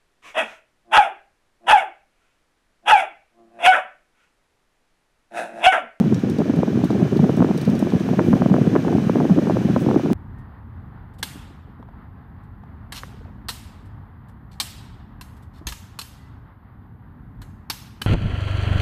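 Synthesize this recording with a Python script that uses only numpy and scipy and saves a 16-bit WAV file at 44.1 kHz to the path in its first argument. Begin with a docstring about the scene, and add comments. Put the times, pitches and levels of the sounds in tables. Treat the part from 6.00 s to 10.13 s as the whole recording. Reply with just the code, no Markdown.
"""In a car cabin a blower runs hard, and its jet blows across a hand-held microphone.
Turbulence, shaped noise with gusts, rumbles at the port; wave packets make eddies thump and snap on it,
and deep packets make the low thuds of the recorder's limiter.
Coloured noise gives the smooth rush of the vents and one brief bright rustle;
noise bursts through resonators give knob detents and ticks, dying sines a few tiny high ticks."""
import sys
import numpy as np
from scipy import signal
from scipy.fft import rfft, irfft
from scipy.io import wavfile
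from scipy.ndimage import uniform_filter1d, minimum_filter1d

SR = 44100
rng = np.random.default_rng(int(sys.argv[2]) if len(sys.argv) > 2 else 0)


def unload_audio(sound):
    """Save the sound as a 16-bit wav file, at the path given as the first command line argument."""
    columns = np.transpose(np.atleast_2d(sound))
    # keep every value between -1 and 1, then stretch to whole-number steps
    steps = np.round(np.clip(columns, -1, 1) * 32767)
    wavfile.write(sys.argv[1], SR, steps.astype(np.int16))


def volts_from_db(level):
    """Convert decibel levels to linear amplitude ratios."""
    exponent = np.asarray(level, float) / 20
    return 10 ** exponent


N = 182221   # length in samples


def rms_one(x):
    """Normalisation: a signal divided by its root mean square has unit power."""
    return x / np.sqrt(np.mean(x ** 2) + 1e-20)


def at_hz(points, hz):
    """Logarithmic pitch axis: a curve is read in equal steps per octave."""
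    points_hz, values = np.transpose(points)
    return np.interp(np.log(hz), np.log(points_hz), values)


def drift(rate_hz):
    """Low-pass filtering: two equal poles turn white noise into a slow random drift of unit spread."""
    settle = SR // 2
    r = np.exp(-2 * np.pi * rate_hz / SR)
    slow = signal.lfilter([1], [1, -2 * r, r * r], rng.standard_normal(N + settle))
    return rms_one(slow[settle:])


def coloured(colour):
    """Spectral shaping: a weighted noise spectrum yields stationary noise, here of rms 1."""
    hz = np.maximum(np.arange(N // 2 + 1) * SR / N, 1)
    spectrum = rfft(rng.standard_normal(N)) * volts_from_db(at_hz(colour, hz))
    return hz, spectrum / np.sqrt(np.mean(irfft(spectrum, N) ** 2))


# course of the jet's buffeting on the port: time_s, level_db
JET_COURSE = [(0, -17.5), (.7, -21), (1.08, -16), (1.45, -21.5), (1.61, -21), (1.76, -20), (2.0, -19),
              (2.2, -16.5), (2.5, -19.5), (3.0, -18), (3.68, -18.5), (4.13, -20)]
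# moments when the jet slips off the port: centre_s, depth_db (negative lifts), half_length_s
JET_LULLS = [(0.22, 12.5, 0.026), (0.372, 5, 0.017), (0.437, 6, 0.0098), (0.881, 18.5, 0.0073),
             (1.094, 9.5, 0.024), (1.325, 2, 0.045), (1.626, 4.5, 0.021), (1.75, 2.5, 0.033),
             (1.984, 7.5, 0.019), (2.16, 11, 0.0069), (2.251, 4, 0.031), (2.696, 3.5, 0.013),
             (2.838, 7.5, 0.019), (3.103, 10, 0.011), (3.285, 28, 0.0021), (3.409, 10.5, 0.0073),
             (3.596, 4, 0.01), (3.76, -0.5, 0.018), (4.025, 19, 0.0087)]


def jet_db(s):
    """Intermittency: the flow's level at the given times is a slow course less bell-shaped lulls."""
    dips = sum(depth_db * np.exp(-((s - at) / half) ** 2) for at, depth_db, half in JET_LULLS)
    return np.interp(s, *np.transpose(JET_COURSE)) - dips


# colour of the turbulence, before its gusts: pitch_hz, relative density_db per Hz
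BUFFET_COLOUR = [(15, -33), (25, -27), (40, -18), (60, -15), (124, 5), (198, 7.5), (356, 0), (462, -9),
                 (769, -19), (926, -36), (1300, -45.5), (2200, -120)]
# how strongly each pitch follows a gust: pitch_hz, lift_db per unit of gust
GUST_RESPONSE = [(40, 1.0), (120, 0.31), (300, 4.38), (700, 7.9)]


def buffeting(level_db, large):
    """Modulated turbulence: gusts, partly the wake of the large eddies, lift the upper bands most."""
    gust_hz, swirl_hz = 49.7, 71.5       # corners of the shared gusts and of each band's own swirl
    gust_cap = 1.34                      # chance gusts saturate at this many spreads
    gust_lag_cycles = 0.92               # a gust reaches each band after this many swings: highs first
    stirred, wake_s = 0.26, 0.015        # weight of the wake, and its averaging time
    hz, spectrum = coloured(BUFFET_COLOUR)
    wake = np.log(uniform_filter1d(large ** 2, size=int(wake_s * SR)) + 0.00036)
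    chance_gust = gust_cap * np.tanh(0.88 * drift(gust_hz) / gust_cap)
    gust = stirred * rms_one(wake - wake.mean()) + chance_gust
    n, out = np.arange(N), 0
    for step in range(14):
        centre_hz = 20 * 2 ** (step / 2)   # half-octave bands that overlap
        share = np.cos(np.clip(np.log2(hz / centre_hz), -.5, .5) * np.pi) ** 2
        band = irfft(spectrum * share, N)
        late_gust = np.interp(n - gust_lag_cycles * SR / centre_hz, n, gust)
        lift_db = at_hz(GUST_RESPONSE, centre_hz) * (late_gust + .5 * drift(swirl_hz))
        out = out + band * volts_from_db(lift_db)
    return volts_from_db(level_db) * rms_one(out)


# colour of the vent rush, before the duct resonances: pitch_hz, relative density_db per Hz
RUSH_COLOUR = [(530, -6.5), (900, -3.5), (1060, -2), (1240, -3), (1690, -1), (2040, -7.5), (2390, -7.5),
               (3010, -8.5), (3260, -13), (3990, -12.5), (4330, -16), (6010, -16), (7500, -24.5),
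               (9750, -52), (16500, -120)]
# colour of the top hiss: pitch_hz, relative density_db per Hz
HISS_COLOUR = [(4240, -6.5), (7200, -19), (7860, 3.5), (8790, 4), (10200, -1), (13700, 0), (15600, -6.5)]
# duct resonances in the rush: pitch_hz, width_hz, lift_db
DUCT_RESONANCES = [(1730, 130, 0), (2360, 130, 4.5), (3060, 51, 5), (3395, 84, 5.5), (3970, 340, 0.5),
                   (6320, 870, 2.5)]
# rush of the air flow, before the duct resonances: time_s, level_db
AIR_FLOW = [(0, -43), (.7, -42.5), (1.0, -41.5), (2.1, -41), (3.95, -41), (4.13, -43)]


def vents():
    """Broadband flow noise: air rushes evenly from the louvres, with mild duct resonances and a top hiss."""
    mean_hiss_db, hiss_follows = -60, 1.8   # hiss at mean flow; its change in dB per dB of rush
    rush_db = np.interp(np.arange(N) / SR, *np.transpose(AIR_FLOW))
    hiss_db = mean_hiss_db + hiss_follows * (rush_db - rush_db.mean())
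    hz, rush = coloured(RUSH_COLOUR)
    for centre_hz, width_hz, lift_db in DUCT_RESONANCES:
        rush = rush * volts_from_db(lift_db / (1 + (2 * (hz - centre_hz) / width_hz) ** 2))
    hiss = irfft(coloured(HISS_COLOUR)[1], N)
    return volts_from_db(rush_db) * irfft(rush, N) + volts_from_db(hiss_db) * hiss


def packets(rows):
    """Wave packets: smooth swings sink in pitch; their spectrum dies away exponentially upward."""
    sag = 0.317   # starts higher, ends lower by about this share of the pitch
    half = 4000
    out, t = np.zeros(N + 2 * half), np.arange(-half, half) / SR
    phases = rng.uniform(0, 2 * np.pi, len(rows))
    for (peak_s, level_db, hz, length_s), phase in zip(rows, phases):
        power = max((2.67 * hz * length_s) ** 2, 3.0)   # more cycles, higher power
        packet = (1 - 2j * np.pi * hz * t / power) ** -power
        bend = phase - sag * 2 * np.pi * hz * np.hypot(t, length_s)
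        at = round(peak_s * SR)
        out[at:at + 2 * half] += volts_from_db(level_db) * np.real(packet * np.exp(1j * bend))
    return out[half:N + half]


# strongest large eddies on the port: peak_s, level_db of the envelope peak, nominal length_s, pitch_hz
LARGE_EDDIES = [(0.0098, -9.5, 0.012, 248), (0.0475, -8.5, 0.0068, 203), (0.125, -4.5, 0.0037, 249),
                (0.238, -5.5, 0.0036, 284), (0.3925, -9.5, 0.01, 211), (0.4053, -6.6, 0.0052, 236),
                (0.5, -3.5, 0.0065, 261), (0.5413, -7.5, 0.0059, 255), (0.5903, -5, 0.0039, 220),
                (0.629, -14.5, 0.012, 246), (0.684, -10, 0.01, 222), (0.759, -6, 0.0065, 196),
                (0.7765, -5, 0.0033, 276), (0.8395, -7, 0.0034, 239), (0.8558, -11.5, 0.0095, 243),
                (0.908, -10.5, 0.005, 275), (0.932, -12, 0.0074, 301), (0.985, -15, 0.0056, 261),
                (0.9997, -13, 0.0037, 229), (1.0223, -11, 0.0072, 185), (1.1303, -7.5, 0.006, 221),
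                (1.1665, -3.5, 0.0041, 272), (1.1995, -5.5, 0.0073, 186), (1.235, -10, 0.02, 221),
                (1.2963, -5.5, 0.0051, 235), (1.376, -9, 0.0055, 254), (1.3957, -5.5, 0.0034, 230),
                (1.4095, 0.5, 0.0047, 234), (1.4254, -6, 0.0092, 211), (1.447, -7.5, 0.0049, 314),
                (1.473, -11, 0.0069, 231), (1.507, -9.5, 0.0053, 206), (1.6784, -9, 0.014, 197),
                (1.697, -7.5, 0.011, 221), (1.7155, -14.5, 0.0035, 210), (1.7351, -9, 0.005, 222),
                (1.7594, -10.0, 0.0049, 227), (1.8274, -5, 0.005, 259), (1.9374, -4.5, 0.0029, 275),
                (1.9542, -7, 0.0066, 169), (1.965, -8.5, 0.0042, 266), (2.102, -14, 0.0039, 234),
                (2.1275, -15.5, 0.0072, 210), (2.1428, -13, 0.015, 194), (2.19, -3, 0.0022, 275),
                (2.286, -2, 0.0032, 229), (2.3341, -11, 0.033, 208), (2.3375, -1.5, 0.011, 211),
                (2.3611, -11.5, 0.0045, 245), (2.3743, -10.9, 0.0045, 230), (2.4196, -4.5, 0.006, 202),
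                (2.4616, -4, 0.0056, 265), (2.5127, 0.5, 0.0075, 208), (2.5178, -8, 0.024, 223),
                (2.5447, -2, 0.0033, 299), (2.5635, -11, 0.0089, 208), (2.6162, -4.5, 0.0057, 181),
                (2.6219, -14.5, 0.013, 195), (2.6764, -5, 0.0053, 222), (2.746, -10, 0.012, 300),
                (2.764, -1.5, 0.0052, 328), (2.8508, -9.7, 0.0033, 290), (2.874, -5.5, 0.004, 247),
                (2.9293, -12.5, 0.0079, 277), (2.9514, 0.5, 0.0048, 211), (2.9837, -8.5, 0.0077, 266),
                (3.0445, -15, 0.0048, 208), (3.0701, -8, 0.007, 196), (3.102, -7, 0.0064, 223),
                (3.1713, -12.5, 0.0099, 219), (3.197, -13.5, 0.013, 250), (3.219, -8.5, 0.0047, 227),
                (3.2528, -15.5, 0.015, 296), (3.313, -4.5, 0.019, 196), (3.3746, -8.5, 0.0027, 247),
                (3.3834, -2, 0.0044, 297), (3.4602, -11, 0.0066, 252), (3.507, -8, 0.0042, 247),
                (3.559, -15, 0.0026, 216), (3.659, -12, 0.0132, 211), (3.701, -4.5, 0.0046, 221),
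                (3.767, -10.5, 0.0035, 276), (3.87, -3, 0.0032, 233), (3.8903, -14, 0.024, 223),
                (3.9194, -8, 0.0019, 254), (3.946, -10.5, 0.0028, 293), (3.9657, 0.5, 0.0065, 303),
                (4.0415, -9.5, 0.0062, 276), (4.053, -10.5, 0.0036, 263), (4.1099, -10.5, 0.0064, 216)]
# sharpest small eddies on the port: peak_s, level_db of the envelope peak, pitch_hz
SMALL_EDDIES = [(0.126, -18.5, 690), (0.405, -18, 644), (0.419, -14.5, 760), (0.4975, -14.5, 680),
                (0.537, -18, 680), (0.59, -19, 640), (0.6324, -6.5, 680), (0.68, -15.5, 650),
                (0.817, -20, 690), (0.8392, -12.5, 720), (0.9047, -11, 706), (1.077, -23.5, 690),
                (1.203, -28, 760), (1.2428, -13.5, 870), (1.2948, -12.5, 806), (1.375, -18, 614),
                (1.385, -20.5, 900), (1.4049, -8, 810), (1.4208, -11.5, 800), (1.4257, -7, 825),
                (1.4462, -11.5, 850), (1.489, -18, 700), (1.5118, -10.5, 623), (1.547, -19, 723),
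                (1.692, -19.5, 696), (1.827, -16, 710), (1.871, -18, 704), (1.923, -16, 720),
                (2.0895, -13, 770), (2.1938, -5, 1080), (2.2029, -11, 620), (2.331, -8.5, 885),
                (2.3366, -10, 940), (2.4206, -3.5, 880), (2.461, -9.5, 840), (2.5, -15, 670),
                (2.519, -12.5, 764), (2.5415, -7.5, 875), (2.5658, -12.5, 915), (2.61, -27, 780),
                (2.673, -20.5, 900), (2.73, -18, 670), (2.7542, -7.5, 860), (2.762, -7, 1150),
                (2.767, -11.5, 910), (2.8495, -15, 795), (2.8817, -13, 930), (2.887, -16, 790),
                (2.9276, -11, 660), (2.984, -16, 756), (3.066, -20.5, 696), (3.0966, -6.5, 770),
                (3.1578, -12, 793), (3.185, -18, 674), (3.203, -10, 800), (3.21, -11.5, 696),
                (3.246, -27, 720), (3.253, -11, 615), (3.298, -14, 620), (3.3052, -22, 656),
                (3.309, -23.5, 670), (3.378, -18.5, 796), (3.388, -11.5, 844), (3.4724, -16, 833),
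                (3.4985, -6, 690), (3.5085, -10, 674), (3.57, -10.5, 710), (3.7631, -6.5, 860),
                (3.7665, -14.5, 805), (3.864, -12, 705), (3.889, -11, 684), (3.903, -16, 684),
                (3.9128, -10, 866), (3.944, -14, 680), (3.9611, -9, 760), (3.997, -14, 645),
                (4.061, -13, 640), (4.103, -14.5, 676)]


def thumps_and_snaps(flutter_count=110):
    """Eddy scales: large eddies thump, small ones snap; listed and chance ones join as packets."""
    front_lead_s, front_over_db = 0.0035, -5.5     # mean lead on the thump; level over the buffeting
    front_hz, front_hz_spread = 790, 0.062         # mid pitch, and its spread as a log ratio
    flutter_over_db, flutter_spread_db, flutter_hz = -7, 1.5, 614
    body_lag_s, body_db, body_pitch = 0.00208, -2.5, 0.58   # pitch as a share of the snap's
    snap_cycles, snap_spread = 0.63, 0.16          # swings in a snap at front_hz; log spread
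    snap_lingers = 0.65                            # deeper snaps swing more often (power of pitch)
    s, peak_db, length_s, hz = np.transpose(LARGE_EDDIES)

    # a weak snap at the front of every thump
    luck = rng.standard_normal((len(s), 2))
    fronts = np.c_[abs(s - front_lead_s * (1 + luck[:, 0])), jet_db(s) + front_over_db,
                   front_hz * np.exp(front_hz_spread * luck[:, 1])]

    # faint small eddies all along
    at = rng.uniform(0, N / SR, flutter_count)
    luck = rng.standard_normal((flutter_count, 2))
    flutters = np.c_[at, jet_db(at) + flutter_over_db + flutter_spread_db * luck[:, 0],
                     flutter_hz * np.exp(.15 * luck[:, 1])]

    # a deeper swing follows each listed snap
    bodies = np.array(SMALL_EDDIES) * [1, 1, body_pitch] + [body_lag_s, body_db, 0]
    snaps = np.r_[SMALL_EDDIES, bodies, fronts, flutters]
    snap_hz = snaps[:, 2]
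    cycles = snap_cycles * (front_hz / snap_hz) ** snap_lingers
    snap_length_s = cycles / snap_hz * np.exp(snap_spread * rng.standard_normal(len(snaps)))
    return packets(np.r_[np.c_[s, peak_db, hz, length_s], np.c_[snaps, snap_length_s]])


# tiny high ticks, as of keys touching: start_s, level_db of the envelope peak
TINY_TICKS = [(.045, -58), (2.09, -52)]


def tinks():
    """Free decay: one high mode, once struck, dies away exponentially."""
    mode_hz, decay_s = 12750, .006
    out, t = np.zeros(N + 1000), np.arange(1000) / SR
    ring = np.exp(-t / decay_s) * np.sin(2 * np.pi * mode_hz * t)
    for start_s, level_db in TINY_TICKS:
        out[round(start_s * SR):][:1000] += volts_from_db(level_db) * ring
    return out[:N]


# knob detents and ticks: start_s, drive level_db of the low, of the middle and of the upper modes
DETENT_CLICKS = [(0.1438, -32.5, -29, -47), (0.194, -37, -41, -50), (0.298, -33, -32, -42.5),
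                 (0.3845, -36, -34, -48), (0.561, -38, -44, -48), (0.842, -30, -30, -40),
                 (0.9048, -35, -33, -48), (1.1696, -35, -43, -49), (1.367, -45, -40, -43),
                 (1.5758, -29.5, -31, -39), (1.613, -33, -33, -40), (1.6503, -32, -36, -45),
                 (1.6986, -37, -35, -44), (1.752, -34, -34.5, -49), (1.791, -38, -34, -39),
                 (1.9026, -33, -35, -54), (1.997, -36.5, -37, -48), (3.792, -63, -60, -48),
                 (3.802, -60, -60, -47), (3.808, -60, -60, -47), (3.8185, -56, -58, -47),
                 (4.109, -49, -45.5, -52), (4.121, -49.5, -50, -47)]
# modes the knob rings with: pitch_hz, relative level_db, t60_s of one resonator pass
KNOB_MODES = [(3910, 4, 0.0029), (4430, 2.5, 0.0023), (5660, 4.5, 0.0044), (6800, -2.5, 0.0012),
              (7600, 4, 0.0015), (8440, 9.5, 0.002), (9400, 6, 0.0019), (10450, 5, 0.002),
              (11700, 6, 0.0021), (12900, 3, 0.0016), (14300, 1.5, 0.0017), (15300, -1, 0.0016)]


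def knob(low_hz=5000, split_hz=7500, cabin_db=-7, strike_db=8.5):
    """Modal resonance: a strike, a short rattle and a dying cabin echo excite broad plastic modes."""
    rattle_s, cabin_t60_s = 0.0021, 0.11
    rows, out, t = np.array(DETENT_CLICKS), np.zeros(N), np.arange(3000) / SR
    dying = np.exp(-t / rattle_s) + volts_from_db(cabin_db - 60 * t / cabin_t60_s)
    strike = volts_from_db(strike_db) * (t == 0)
    bursts = rng.standard_normal((len(rows), len(t))) * dying + strike
    for hz, level_db, t60 in KNOB_MODES:
        group = (hz > low_hz) + (hz > split_hz)   # 0 low, 1 middle, 2 upper
        clicks = np.zeros(N + len(t))
        for (start_s, *group_db), burst in zip(rows, bursts):
            at = round(start_s * SR)
            clicks[at:at + len(t)] += burst * volts_from_db(group_db[group] + level_db)
        r, w = volts_from_db(-60 / (t60 * SR)), 2 * np.pi * hz / SR
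        mode = [(1 - r * r) / 2, 0, (r * r - 1) / 2, 1, -2 * r * np.cos(w), r * r]
        out += signal.sosfilt([mode, mode], clicks[:N] + 1e-18)   # twice: steep skirts
    return out


# low thuds as the recorder's limiter clamps down on overloads:
# peak_s, level_db of the envelope peak, pitch_hz, nominal length_s
LIMITER_THUDS = [(1.415, -24, 32, .008), (2.339, -9, 32, .008), (2.947, -24, 32, .008),
                 (3.305, -17, 32, .008), (3.383, -16, 32, .008), (3.966, -19, 36, .008)]


def limiter_thuds():
    """Gain-step transients: a limiter clamping down on overloads thuds low, drawn as listed wave packets."""
    return packets(LIMITER_THUDS)


# colour of the brief rustle: pitch_hz, relative density_db per Hz
RUSTLE_COLOUR = [(4000, -25), (7000, -7), (9000, 2), (12500, 2), (15600, -3)]


def rustle():
    """Amplitude envelope: bright noise rises quickly and fades slowly along two half-bells."""
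    peak_s, rise_s, fall_s, level_db = 2.275, .055, .11, -58
    t = np.arange(N) / SR - peak_s
    swell = np.exp(-(t / np.where(t < 0, rise_s, fall_s)) ** 2)
    return volts_from_db(level_db) * swell * irfft(coloured(RUSTLE_COLOUR)[1], N)


def scene():
    """Superposition: the signals of all layers add linearly."""
    large = thumps_and_snaps()
    turbulence = buffeting(jet_db(np.arange(N) / SR), large)
    mix = large + turbulence + vents() + tinks() + knob() + limiter_thuds() + rustle()
    return mix[None]


def band_limit(x):
    """A steep low-pass at the top of the band."""
    return signal.sosfilt(signal.butter(12, 15720, fs=SR, output="sos"), x)


def record(dry):
    """Band limiting and gain control: low and top cut, then a look-ahead limiter holds the thumps."""
    port_cut_hz, top_cut_hz = 78.5, 16050   # the top cut is 40 dB down from here up
    ceiling, window = .7, 401               # peak amplitude; limiter window in samples
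    x = signal.sosfilt(signal.butter(3, port_cut_hz, "high", fs=SR, output="sos"), dry)
    x = signal.sosfilt(signal.cheby2(20, 40, top_cut_hz, fs=SR, output="sos"), x)
    gain = np.minimum(1, ceiling / (abs(x) + 1e-9))
    gain = uniform_filter1d(minimum_filter1d(gain, size=window), size=window)
    return band_limit(x * gain)


dry = scene()
out = record(dry)
unload_audio(out)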